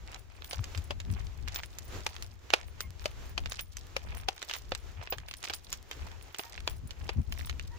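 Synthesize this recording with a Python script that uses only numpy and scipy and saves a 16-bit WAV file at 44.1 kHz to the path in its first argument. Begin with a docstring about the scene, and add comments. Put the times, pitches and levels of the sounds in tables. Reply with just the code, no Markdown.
"""Small dog on a retractable leash

A small dog is walked along a sandy concrete lane, its leash held close to two microphone ports.
The plastic reel clacks as knocks with body and shell rings; clip and collar are decaying metal modes.
Soles and crushed sand are dense random grains, with loose pebbles skittering as band-passed pips.
Air buffets the ports as low coloured noise, over faint open air with a few far-off gliding calls.
"""
import sys
import numpy as np
from scipy import signal
from scipy.fft import rfft, irfft, next_fast_len
from scipy.io import wavfile
from scipy.ndimage import uniform_filter1d

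SR = 44100
rng = np.random.default_rng(int(sys.argv[2]) if len(sys.argv) > 2 else 0)


def generate_wav(sig):
    """Save sig (samples, or channels by samples) to the path in sys.argv[1] as 16-bit PCM at SR."""
    pcm = np.round(np.clip(np.atleast_2d(sig).T, -1, 1) * 32767).astype(np.int16)
    wavfile.write(sys.argv[1], SR, pcm)


N = 343121  # samples
TIME = np.arange(N) / SR  # s


def undb(db):
    """Decibels to gain."""
    return 10 ** (np.asarray(db) / 20)


def unit(x):
    """Scale to rms 1."""
    return x / np.sqrt(np.mean(x ** 2) + 1e-20)


def blow(x):
    """Scale a short sound to the energy of 10 ms at rms 1."""
    energy = np.mean(np.sum(x ** 2, axis=-1))
    return x / np.sqrt(energy / (SR / 100) + 1e-20)


def sides(db):
    """Left and right gains for a level difference, left minus right."""
    return undb(np.array([[db], [-db]]) / 2)


def fade(t, t60):
    """Exponential decay by 60 dB in t60 seconds, 1 ms at the shortest."""
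    return np.exp(-np.log(1000) * t / max(t60, 1e-3))


def swell(t, s, half_length):
    """Smooth bell-shaped rise and fall around time s."""
    return np.exp(-.5 * ((t - s) / half_length) ** 2)


def colour(x, points):
    """Causal minimum-phase filter through (Hz, dB) points, built from the cepstrum."""
    hz, db = np.transpose(points)
    size = 2 * next_fast_len(x.shape[-1] // 2 + 1024)
    f = np.arange(size // 2 + 1) * SR / size
    cepstrum = irfft(np.log(undb(np.interp(np.log(f + 1), np.log(hz), db))))
    # folding the cepstrum forward puts the energy as early as possible
    cepstrum[1:size // 2] *= 2
    cepstrum[size // 2 + 1:] = 0
    return irfft(rfft(x, size) * np.exp(rfft(cepstrum)), size)[..., :x.shape[-1]]


def band(x, lo_hz, hi_hz):
    """Band-pass."""
    edges = [lo_hz, min(hi_hz, SR / 2 - 100)]
    return signal.sosfilt(signal.butter(3, edges, "band", fs=SR, output="sos"), x)


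def brighten(x, treble_db):
    """Give the part above 5 kHz its share of the energy: a harder contact is brighter."""
    spectrum = rfft(x)
    hz = np.arange(spectrum.shape[-1]) * SR / x.shape[-1]
    upper = 1 / (1 + (5000 / (hz + 1)) ** 8)
    high = irfft(spectrum * upper, x.shape[-1])
    share = min(undb(treble_db) ** 2, .8)
    return blow(np.sqrt(1 - share) * blow(x - high) + np.sqrt(share) * blow(high))


def ports(shared, own, likeness, count=13):
    """Two microphone ports: the shared sound reaches the right one count samples later."""
    likeness = np.clip(likeness, 0, 1)
    late = np.pad(shared, (count, 0))[:-count]
    return np.sqrt(likeness) * np.stack([shared, late]) + np.sqrt(1 - likeness) * own


def walk(rate):
    """Slow random drift with a spread near 1, stepping rate times a second and smoothed."""
    k = max(int(SR / rate), 2)
    steps = np.repeat(rng.standard_normal(N // k + 1), k)
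    return unit(uniform_filter1d(uniform_filter1d(steps, k), k)[:N])


def ring(t, modes, spread=.5):
    """Decaying sine modes, met by each port in a different phase (spread in radians)."""
    out = 0
    for hz, db, t60 in modes:
        phase = spread * rng.standard_normal((2, 1))
        out = out + undb(db) * fade(t, t60) * np.sin(2 * np.pi * hz * t + phase)
    return out


def add(out, s, x):
    """Mix a short sound in at time s."""
    i = int(np.clip(s * SR, 0, N - 1))
    out[:, i:i + x.shape[1]] += x[:, :N - i]


def crack(t, t60, points, likeness, tail_db, tail_t60, rise):
    """A contact's dense, quickly dying noise, then weak, ragged chatter and scatter."""
    noise = rng.standard_normal((3, len(t)))
    ragged = undb(4 * unit(uniform_filter1d(rng.standard_normal(len(t)), SR // 600)))
    tail = undb(tail_db) * ragged * fade(t, tail_t60)
    envelope = (1 - fade(t, rise)) * (fade(t, t60) + tail)
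    return colour(ports(noise[0], noise[1:], likeness) * envelope, points)


# low-heavy spectrum of the rumble: (f/Hz, level/dB)
WIND_SPECTRUM = [(15, -11), (30, -7), (55, 1), (85, -0.5), (120, -13), (170, -20.5), (300, -28), (700, -44),
                 (2000, -63)]
# airflow on the ports, before trim, flutter and pan: (t/s, level/dB)
AIRFLOW_LEVELS = [(0.01, -45), (0.24, -54.5), (1.21, -38), (1.72, -48.5), (2.25, -42), (2.46, -59.5),
                  (2.65, -45), (2.73, -51.5), (3.25, -41), (3.88, -49), (4.17, -37), (4.47, -63.5),
                  (4.68, -41.5), (5.08, -50.5), (5.22, -45.5), (5.32, -54), (5.92, -53.5), (6.04, -35.5),
                  (6.39, -73), (6.63, -43.5), (7.62, -37), (7.78, -47.5)]
# sudden buffets, level before pan: (t/s, level/dB, half length/s, eddies relative to the push/dB)
WIND_BUFFETS = [(0.601, -31.5, 0.018, -15.5), (0.787, -30.5, 0.015, -15.5), (1.112, -32.5, 0.029, -7),
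                (2.875, -41.5, 0.031, -14), (4.991, -40.5, 0.024, -16.5), (6.85, -40.5, 0.016, -4),
                (7.191, -26.5, 0.016, -3.5)]


def wind(trim_db=-1, flutter_db=2.5, push_hz=82, pan_db=7.9):
    """Eddies rumble on each port separately, most on the left; hard buffets reach higher in pitch."""
    rumble = colour(rng.standard_normal((2, N)), WIND_SPECTRUM)
    # even out the level first, so that the airflow alone sets it
    rumble /= np.sqrt(uniform_filter1d(np.mean(rumble ** 2, axis=0), SR // 12))
    airflow_db = np.interp(TIME, *np.transpose(AIRFLOW_LEVELS))
    out = rumble * undb(airflow_db + trim_db + flutter_db * walk(18))
    eddy_spectrum = [(30, -31), (130, 14.0), (210, 9.0), (300, -3.0), (500, -20), (1000, -28), (4000, -74)]
    eddies = unit(colour(rng.standard_normal((2, N)), eddy_spectrum))
    for s, db, half, eddy_db in WIND_BUFFETS:
        phase = 1.0 * walk(50) + .5 * rng.standard_normal((2, 1))  # unsteady, and different at each port
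        push = np.sqrt(2) * np.sin(2 * np.pi * push_hz * (TIME - s) + phase)
        out += undb(db) * swell(TIME, s, half) * (push + undb(eddy_db) * eddies)
    return sides(pan_db) * out


# spectrum of the open air: (f/Hz, level/dB)
AIR_SPECTRUM = [(15, -19), (30, -8.5), (78, -3.5), (130, -18.5), (190, -25.5), (360, -17), (600, -23),
                (950, -24), (1700, -26), (2600, -28), (4500, -32), (7200, -33), (8600, -46.5), (15500, -42),
                (16500, -62)]
# far-off calls: (t/s, length/s, start f/Hz, end f/Hz, level/dB, octave relative to the call/dB)
FAR_CALLS = [(2.805, 0.072, 1047, 1080, -60, 6.5), (6.092, 0.085, 926, 923, -59.5, -13),
             (6.425, 0.075, 900, 970, -53, -8), (7.701, 0.077, 886, 1016, -54, -5)]


def countryside(air_db=-61, waver_db=4.0, call_wobble=0.025):
    """Quiet open air as wavering noise; each distant call is a short gliding tone with its octave."""
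    noise = rng.standard_normal((3, N))
    air = colour(ports(noise[0], noise[1:], 0.25, count=1), AIR_SPECTRUM)
    out = air / np.std(band(air, 250, 16000)) * undb(air_db + waver_db * walk(12))
    for s, length, start_hz, end_hz, db, octave_db in FAR_CALLS:
        u = np.linspace(0, 1, int(length * SR))
        glide = start_hz + (end_hz - start_hz) * u
        pitch = glide * (1 + call_wobble * walk(310)[:len(u)])
        phase = 2 * np.pi * np.cumsum(pitch) / SR
        voice = np.sin(phase) + undb(octave_db) * np.sin(2 * phase)
        add(out, s, sides(0) * undb(db) * np.sin(np.pi * u) * voice)
    return out


def grains(rate, spread_db):
    """Dense grains of very uneven size; each cracks for a millisecond or so in each octave band."""
    noise = rng.standard_normal((3, N))
    hiss, out = ports(noise[0], noise[1:], 0.17), 0
    for hz in 600 * 2 ** np.arange(5):
        hits = rng.random(N) < rate / SR
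        size = hits * undb(spread_db * np.minimum(rng.exponential(size=N), 4))
        power = signal.lfilter([1], [1, -np.exp(-1 / (0.0015 * SR))], size ** 2)
        power /= uniform_filter1d(power, SR // 10) + 1e-9
        # a faint floor fills the gaps; shifting the hiss gives each band its own noise
        cracks = np.sqrt(np.abs(power) + 0.028) * np.roll(hiss, int(hz), axis=1)
        out = out + band(cracks, hz / 2, hz * 2)
    return out


def tread(s, half, push_db, push_off_s=0.23, push_off_half_s=0.051):
    """Pressure on the ground: one shoe rolls down, then the other pushes off more lightly."""
    return swell(TIME, s, half) + undb(push_db) * swell(TIME, s + push_off_s, push_off_half_s)


# spectrum of the dragging sole: (f/Hz, level/dB)
SOLE_SPECTRUM = [(100, -45.5), (380, 2.5), (750, 5.5), (1400, -1.5), (2500, 1.5), (3400, -7.5), (6000, -62),
                 (12000, -50.5)]
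# spectrum of the crushed sand: (f/Hz, level/dB)
GRIT_SPECTRUM = [(800, -10.5), (2000, -23), (3200, 1), (5500, 2.5), (7400, -4), (8600, -5), (11000, -14),
                 (15400, -1), (16500, -50)]
# footfalls, about two a second, levels before trim and pan:
# (t/s, half length of the roll/s, sole level/dB, grit level/dB)
FOOTFALLS = [(.125, 0.039, -50, -60), (.54, 0.044, -54.5, -53.5), (1.161, 0.052, -51, -57.5),
             (1.55, 0.043, -52, -52), (2.085, 0.073, -55.5, -57.5), (2.58, 0.047, -51.5, -61.5),
             (3.047, 0.049, -55, -60.5), (3.545, 0.049, -56.5, -53.5), (4.13, .07, -49, -56.5),
             (4.515, 0.072, -56, -52.5), (5.024, .038, -50, -60.5), (5.48, .055, -51, -48),
             (6.06, 0.069, -53.5, -61.5), (6.48, 0.084, -54, -55.5), (7.07, .08, -54.5, -63),
             (7.42, 0.049, -56, -53)]


def grit(sole_trim_db=-1, push_sole_db=-9, push_grit_db=-6.5, pan_db=-1.0):
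    """Soles drag over concrete and crush sand into dense crackle, in time with the tread."""
    press = sum(undb(sole) * tread(s, half, push_sole_db) for s, half, sole, _ in FOOTFALLS)
    crush = sum(undb(sand) * tread(s, half, push_grit_db) for s, half, _, sand in FOOTFALLS)
    brush = unit(colour(grains(rate=450, spread_db=6.5), SOLE_SPECTRUM))
    crackle = unit(colour(grains(rate=330, spread_db=11.0), GRIT_SPECTRUM))
    return sides(pan_db) * (undb(sole_trim_db) * press * brush + crush * crackle)


def pebbles(above_grit_db=4, spread_db=4.0, scatter=1.1, hz=2700, t60=0.0087, count=8):
    """Single grains skitter while each shoe rolls down, louder where the ground is grittier."""
    out, t = np.zeros((2, N)), np.arange(SR // 40) / SR
    for s, half, _, grit_db in FOOTFALLS:
        for when, size, strength in np.clip(rng.standard_normal((count, 3)), -2, 2):
            pitch = hz * np.exp(0.52 * np.tanh(size))
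            burst = rng.standard_normal((2, len(t))) * fade(t, t60)
            pip = blow(band(burst, pitch * .3, pitch * 1.8))
            pressure = swell(when, 0, 2.4)
            level = undb(grit_db + above_grit_db + spread_db * strength)
            add(out, s + scatter * half * when, sides(-1.5) * pressure * level * pip)
    return out


# spectrum of a small hard contact: (f/Hz, level/dB)
TICK_SPECTRUM = [(100, -22.5), (400, 0), (900, 0.5), (1500, 4), (2800, 5), (5000, -2), (7200, -4.5),
                 (9000, -20), (15000, -18.5), (17000, -46)]
# sharp ticks of clip, line and grit, treble share capped and t60 before stretch:
# (t/s, level/dB, treble share/dB, t60/s)
SHARP_TICKS = [(0.1447, -43, -5, 0.0057), (0.4216, -46.5, -33, 0.003), (0.445, -46, -8, 0.0056),
               (0.5107, -39.5, -10.5, 0.005), (0.6414, -41, -2.5, 0.0076), (0.7485, -41, -17, 0.0061),
               (0.776, -41.5, -3, 0.018), (1.0018, -42, -6, 0.015), (1.4772, -41.5, -13, 0.03),
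               (1.4835, -39.5, -7.5, 0.003), (1.545, -41, -1.5, 0.024), (1.56, -33.5, -7, 0.0016),
               (1.6342, -39.5, -9, 0.018), (1.786, -40.5, 0, 0.0097), (2.1647, -44.5, -7.5, 0.006),
               (2.2242, -41, -4.5, 0.0089), (2.5038, -34.5, -10.5, 0.0024), (2.806, -33.5, -3, 0.0044),
               (3.4588, -37.5, -13, 0.005), (3.5204, -35.5, -6, 0.005), (3.593, -34.5, -10, 0.019),
               (3.7693, -40, -1, 0.0085), (4.4183, -43.5, -10, 0.0033), (4.4275, -38, -6, 0.0025),
               (4.497, -36, -10, 0.025), (4.5115, -34.5, -13.5, 0.0056), (4.5373, -33, -6, 0.043),
               (4.7498, -35.5, -5, 0.0065), (5.0736, -42, -34, 0.003), (5.1834, -42, -8.5, 0.0042),
               (5.2851, -44, -13, 0.0063), (5.3119, -40.5, -8, 0.0055), (5.3388, -41.5, -6, 0.0037),
               (5.4392, -38.5, -11, 0.012), (5.4758, -41.5, -33, 0.0079), (5.5367, -35, -3, 0.018),
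               (5.728, -32, 0, 0.028), (5.913, -37, -8.5, 0.034), (6.3456, -40, -10.5, 0.0048),
               (6.3856, -40.5, 0, 0.069), (6.578, -42, -31, 0.012), (6.908, -42.5, -7, 0.016),
               (7.324, -38, -9.5, 0.0044), (7.4959, -36, -10, 0.014), (7.596, -40.5, -12.5, 0.0029)]


def ticks(stretch=3.3, soft_hz=2597, hard_rise_hz=4450, ring_db=-3, ring_t60=0.022, pan_db=-1.5,
          scrape_db=-21, scrape_t60=0.11, rebound_db=-15):
    """Small hard contacts: a faint scrape, a sharp snap with its own short ring, and a light rebound."""
    out, t = np.zeros((2, N)), np.arange(SR // 10) / SR
    for s, db, treble_db, t60 in SHARP_TICKS:
        # a harder, brighter contact rings higher
        ring_hz = soft_hz + hard_rise_hz * min(undb(treble_db), 1) ** 2
        tick = blow(crack(t, stretch * t60, TICK_SPECTRUM, likeness=0.18, tail_db=-25, tail_t60=0.2, rise=.0004))
        snap = blow(colour(rng.standard_normal((2, len(t))) * fade(t, .003), TICK_SPECTRUM))
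        cluster = [(ring_hz, 0, ring_t60)]
        cluster += [(ring_hz * np.exp(0.295 * z), -6, ring_t60) for z in rng.standard_normal(3)]
        tink = undb(ring_db) * blow(ring(t, cluster, spread=1.39))
        add(out, s, undb(db) * sides(pan_db) * brighten(snap + tick + tink, treble_db))
        rebound = blow(band(snap, ring_hz / 2, ring_hz * 2))
        add(out, s + rng.uniform(.004, 0.02), undb(db + rebound_db) * rebound)
        # the scrape grows until the snap
        scrape = blow(colour(rng.standard_normal((2, len(t))) * fade(t[::-1], scrape_t60), TICK_SPECTRUM))
        add(out, s - t[-1], undb(db + scrape_db) * scrape)
    return out


# modes of the snap hook, before detune, part level and grip: (f/Hz, level/dB, t60/s)
HOOK_MODES = [(5443, 4, 0.14), (6896, -18, 0.13), (14660, 4, 0.3)]
# modes of the collar ring, likewise: (f/Hz, level/dB, t60/s)
RING_MODES = [(7730, -4, 0.037), (9900, -21, 0.13), (9420, 1, 0.13)]
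# modes of the swivel, likewise: (f/Hz, level/dB, t60/s)
SWIVEL_MODES = [(15190, 2.5, 0.11), (15330, -6, .06), (14950, -12, .04)]
# stronger jingles, level before trim: (t/s, level/dB, hook above it/dB, swivel above it/dB)
STRONG_JINGLES = [(.445, -59, -18, 9), (.495, -47.5, -20, -7), (.841, -54.5, -26, -4),
                  (1.114, -60, -20, -8), (1.549, -50, -19, 15.5), (1.845, -60.5, -18, 3),
                  (2.225, -52.5, -12, -12), (2.812, -53.5, -25, 8), (3.498, -48.5, -24, -7),
                  (3.609, -49, -19, 5), (4.17, -50.5, -18, -9), (4.56, -55.5, -15, 8),
                  (5.102, -52, -22, 15), (5.285, -56, -20, -2), (5.369, -53, -18, -12),
                  (5.545, -48, -14, -6), (6.385, -44.5, -10, -1), (6.698, -51.5, -20, -3),
                  (7.321, -56, -14, 3), (7.385, -55, -4, -7), (7.459, -53.5, -22, 1)]


def jingles(trim_db=3, idle_db=-68, idle_hook_db=-24, idle_swivel_db=-4, idle_spread_db=4.5,
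            chatter=0.47, touch_db=-4, count=55):
    """Hook, ring and swivel click and ring when they meet; softer tinkles fall at random in between."""
    out, t = np.zeros((2, N)), np.arange(SR // 4) / SR
    chance = np.clip(rng.standard_normal((count, 3)), -2, 2)
    idle_levels = np.array([idle_db, idle_hook_db, idle_swivel_db]) + idle_spread_db * chance
    idle = np.column_stack([rng.uniform(0, N / SR, count), idle_levels])
    for s, db, hook_db, swivel_db in list(STRONG_JINGLES) + list(idle):
        grip = np.exp(-abs(0.18 * rng.standard_normal()))  # a taut line damps the metal more
        modes = []
        for part, part_db in ((HOOK_MODES, hook_db), (RING_MODES, 0), (SWIVEL_MODES, swivel_db)):
            for hz, mode_db, t60 in part:
                modes.append((hz * (1 + 0.0012 * rng.standard_normal()), mode_db + part_db, t60 * grip))
        click = rng.standard_normal((2, len(t))) * fade(t, 0.006)
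        touch = undb(touch_db) * blow(band(click, 4000, 17000))
        metal = ring(t, modes, spread=1.0) * (1 - fade(t, 0.0038))
        add(out, s, undb(db + trim_db) * (touch + metal))
    return out * (1 + chatter * walk(500))  # the parts keep rubbing while they ring


# spectrum of knock and sliding line: (f/Hz, level/dB)
CLACK_SPECTRUM = [(100, -35.5), (220, -23.5), (350, -1.5), (800, 2), (1400, -4), (2800, -3.5), (4600, -8),
                  (6500, -14.5), (8500, -25.5), (15000, -32), (17000, -33)]
# modes of the reel's plastic case, before each knock's random shifts: (f/Hz, level/dB, t60/s)
CASE_MODES = [(401, -18, 0.097), (720, -11, 0.014), (1090, -39, 0.016), (1840, -13, 0.033),
              (2485, 5, 0.031), (2936, 10, 0.013), (3510, 0.5, 0.022), (4700, 8, 0.017)]
# clacks of the reel, body before its trim and t60 before stretch:
# (t/s, level/dB, hollow body/dB, treble share/dB, left minus right/dB, t60/s, body f/Hz, shell f/Hz)
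REEL_CLACKS = [(0.5314, -35.5, -5.5, -7, 0, 0.0098, 570, 2830),
               (0.9068, -32.5, 0.5, -15.5, 4, 0.024, 588, 3350),
               (2.0647, -28.5, -9, -6.5, 1.5, 0.013, 883, 2410),
               (2.5365, -17, -12, -12.5, -1, 0.013, 484, 2750), (3.0569, -29, 2, -9.5, 2, 0.014, 600, 2980),
               (3.3783, -29, -3.5, -12, 3.5, 0.014, 744, 3200),
               (3.9654, -29, -3.5, -9, 2, 0.0086, 545, 2404),
               (4.2855, -26, -2.5, -10, 3.5, 0.011, 780, 3330),
               (4.7196, -31, 1.5, -19, -1.5, 0.0093, 526, 2450),
               (5.1242, -30.5, -5, -17, -1, 0.034, 496, 2430), (5.5007, -36, -7, -25, -2, 0.022, 400, 2330),
               (6.3939, -34.5, -1.5, -36, -1.5, 0.019, 403, 2430),
               (6.6759, -27.5, -21, -11, 4.5, 0.0062, 965, 3300),
               (7.0916, -31.5, -5.5, -14, 2.5, 0.021, 466, 2390)]


def reel(case_db=-5, shell_db=-10, body_trim_db=-5.5, body_pan_db=6.2, body_t60=0.035, shell_t60=0.036,
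         stretch=1.9, slide_db=-21, slide_t60=0.028):
    """The line slides taut, then the spool knocks against its hollow plastic case."""
    out, t = np.zeros((2, N)), np.arange(SR // 5) / SR
    for s, db, body_db, treble_db, pan_db, t60, body_hz, shell_hz in REEL_CLACKS:
        knock = blow(crack(t, stretch * t60, CLACK_SPECTRUM, likeness=0.33, tail_db=-25.5, tail_t60=0.2,
                           rise=0.00078))
        # each knock lands elsewhere on the case, under a slightly different grip
        modes = [(hz * np.exp(0.047 * rng.standard_normal()), level + 2 * rng.standard_normal(), decay)
                 for hz, level, decay in CASE_MODES]
        case = undb(case_db) * blow(ring(t, modes, spread=2.12))
        shell = undb(shell_db) * blow(ring(t, [(shell_hz, 0, shell_t60)], spread=3.0))
        body = blow(ring(t, [(body_hz, 0, body_t60)], spread=0))
        body = undb(body_db + body_trim_db) * sides(body_pan_db) * body
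        clack = brighten(knock + case + shell, treble_db) + body
        add(out, s, undb(db) * sides(pan_db) * clack)
        # the slide grows until the knock
        slide = blow(colour(rng.standard_normal((2, len(t))) * fade(t[::-1], slide_t60), CLACK_SPECTRUM))
        add(out, s - t[-1], undb(db + slide_db) * slide)
    return out


def scene():
    """Air, footsteps, collar and leash together."""
    return wind() + countryside() + grit() + pebbles() + ticks() + jingles() + reel()


def record(dry):
    """The left port is slightly fuller near 600 Hz, the right near 1.3 and 4.4 kHz; 16 kHz up is cut."""
    # left port's tilt, mirrored on the right: (f/Hz, level/dB)
    difference = np.array([(200, -0.6), (600, 0.5), (1300, -2.5), (2300, -0.97), (4400, -1.05),
                           (8000, 0.1), (15000, 0.0)])
    heard = np.stack([colour(dry[0], difference), colour(dry[1], difference * [1, -1])])
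    return signal.sosfilt(signal.ellip(8, .2, 70, 16000, fs=SR, output="sos"), heard)


dry = scene()
out = record(dry)
generate_wav(out)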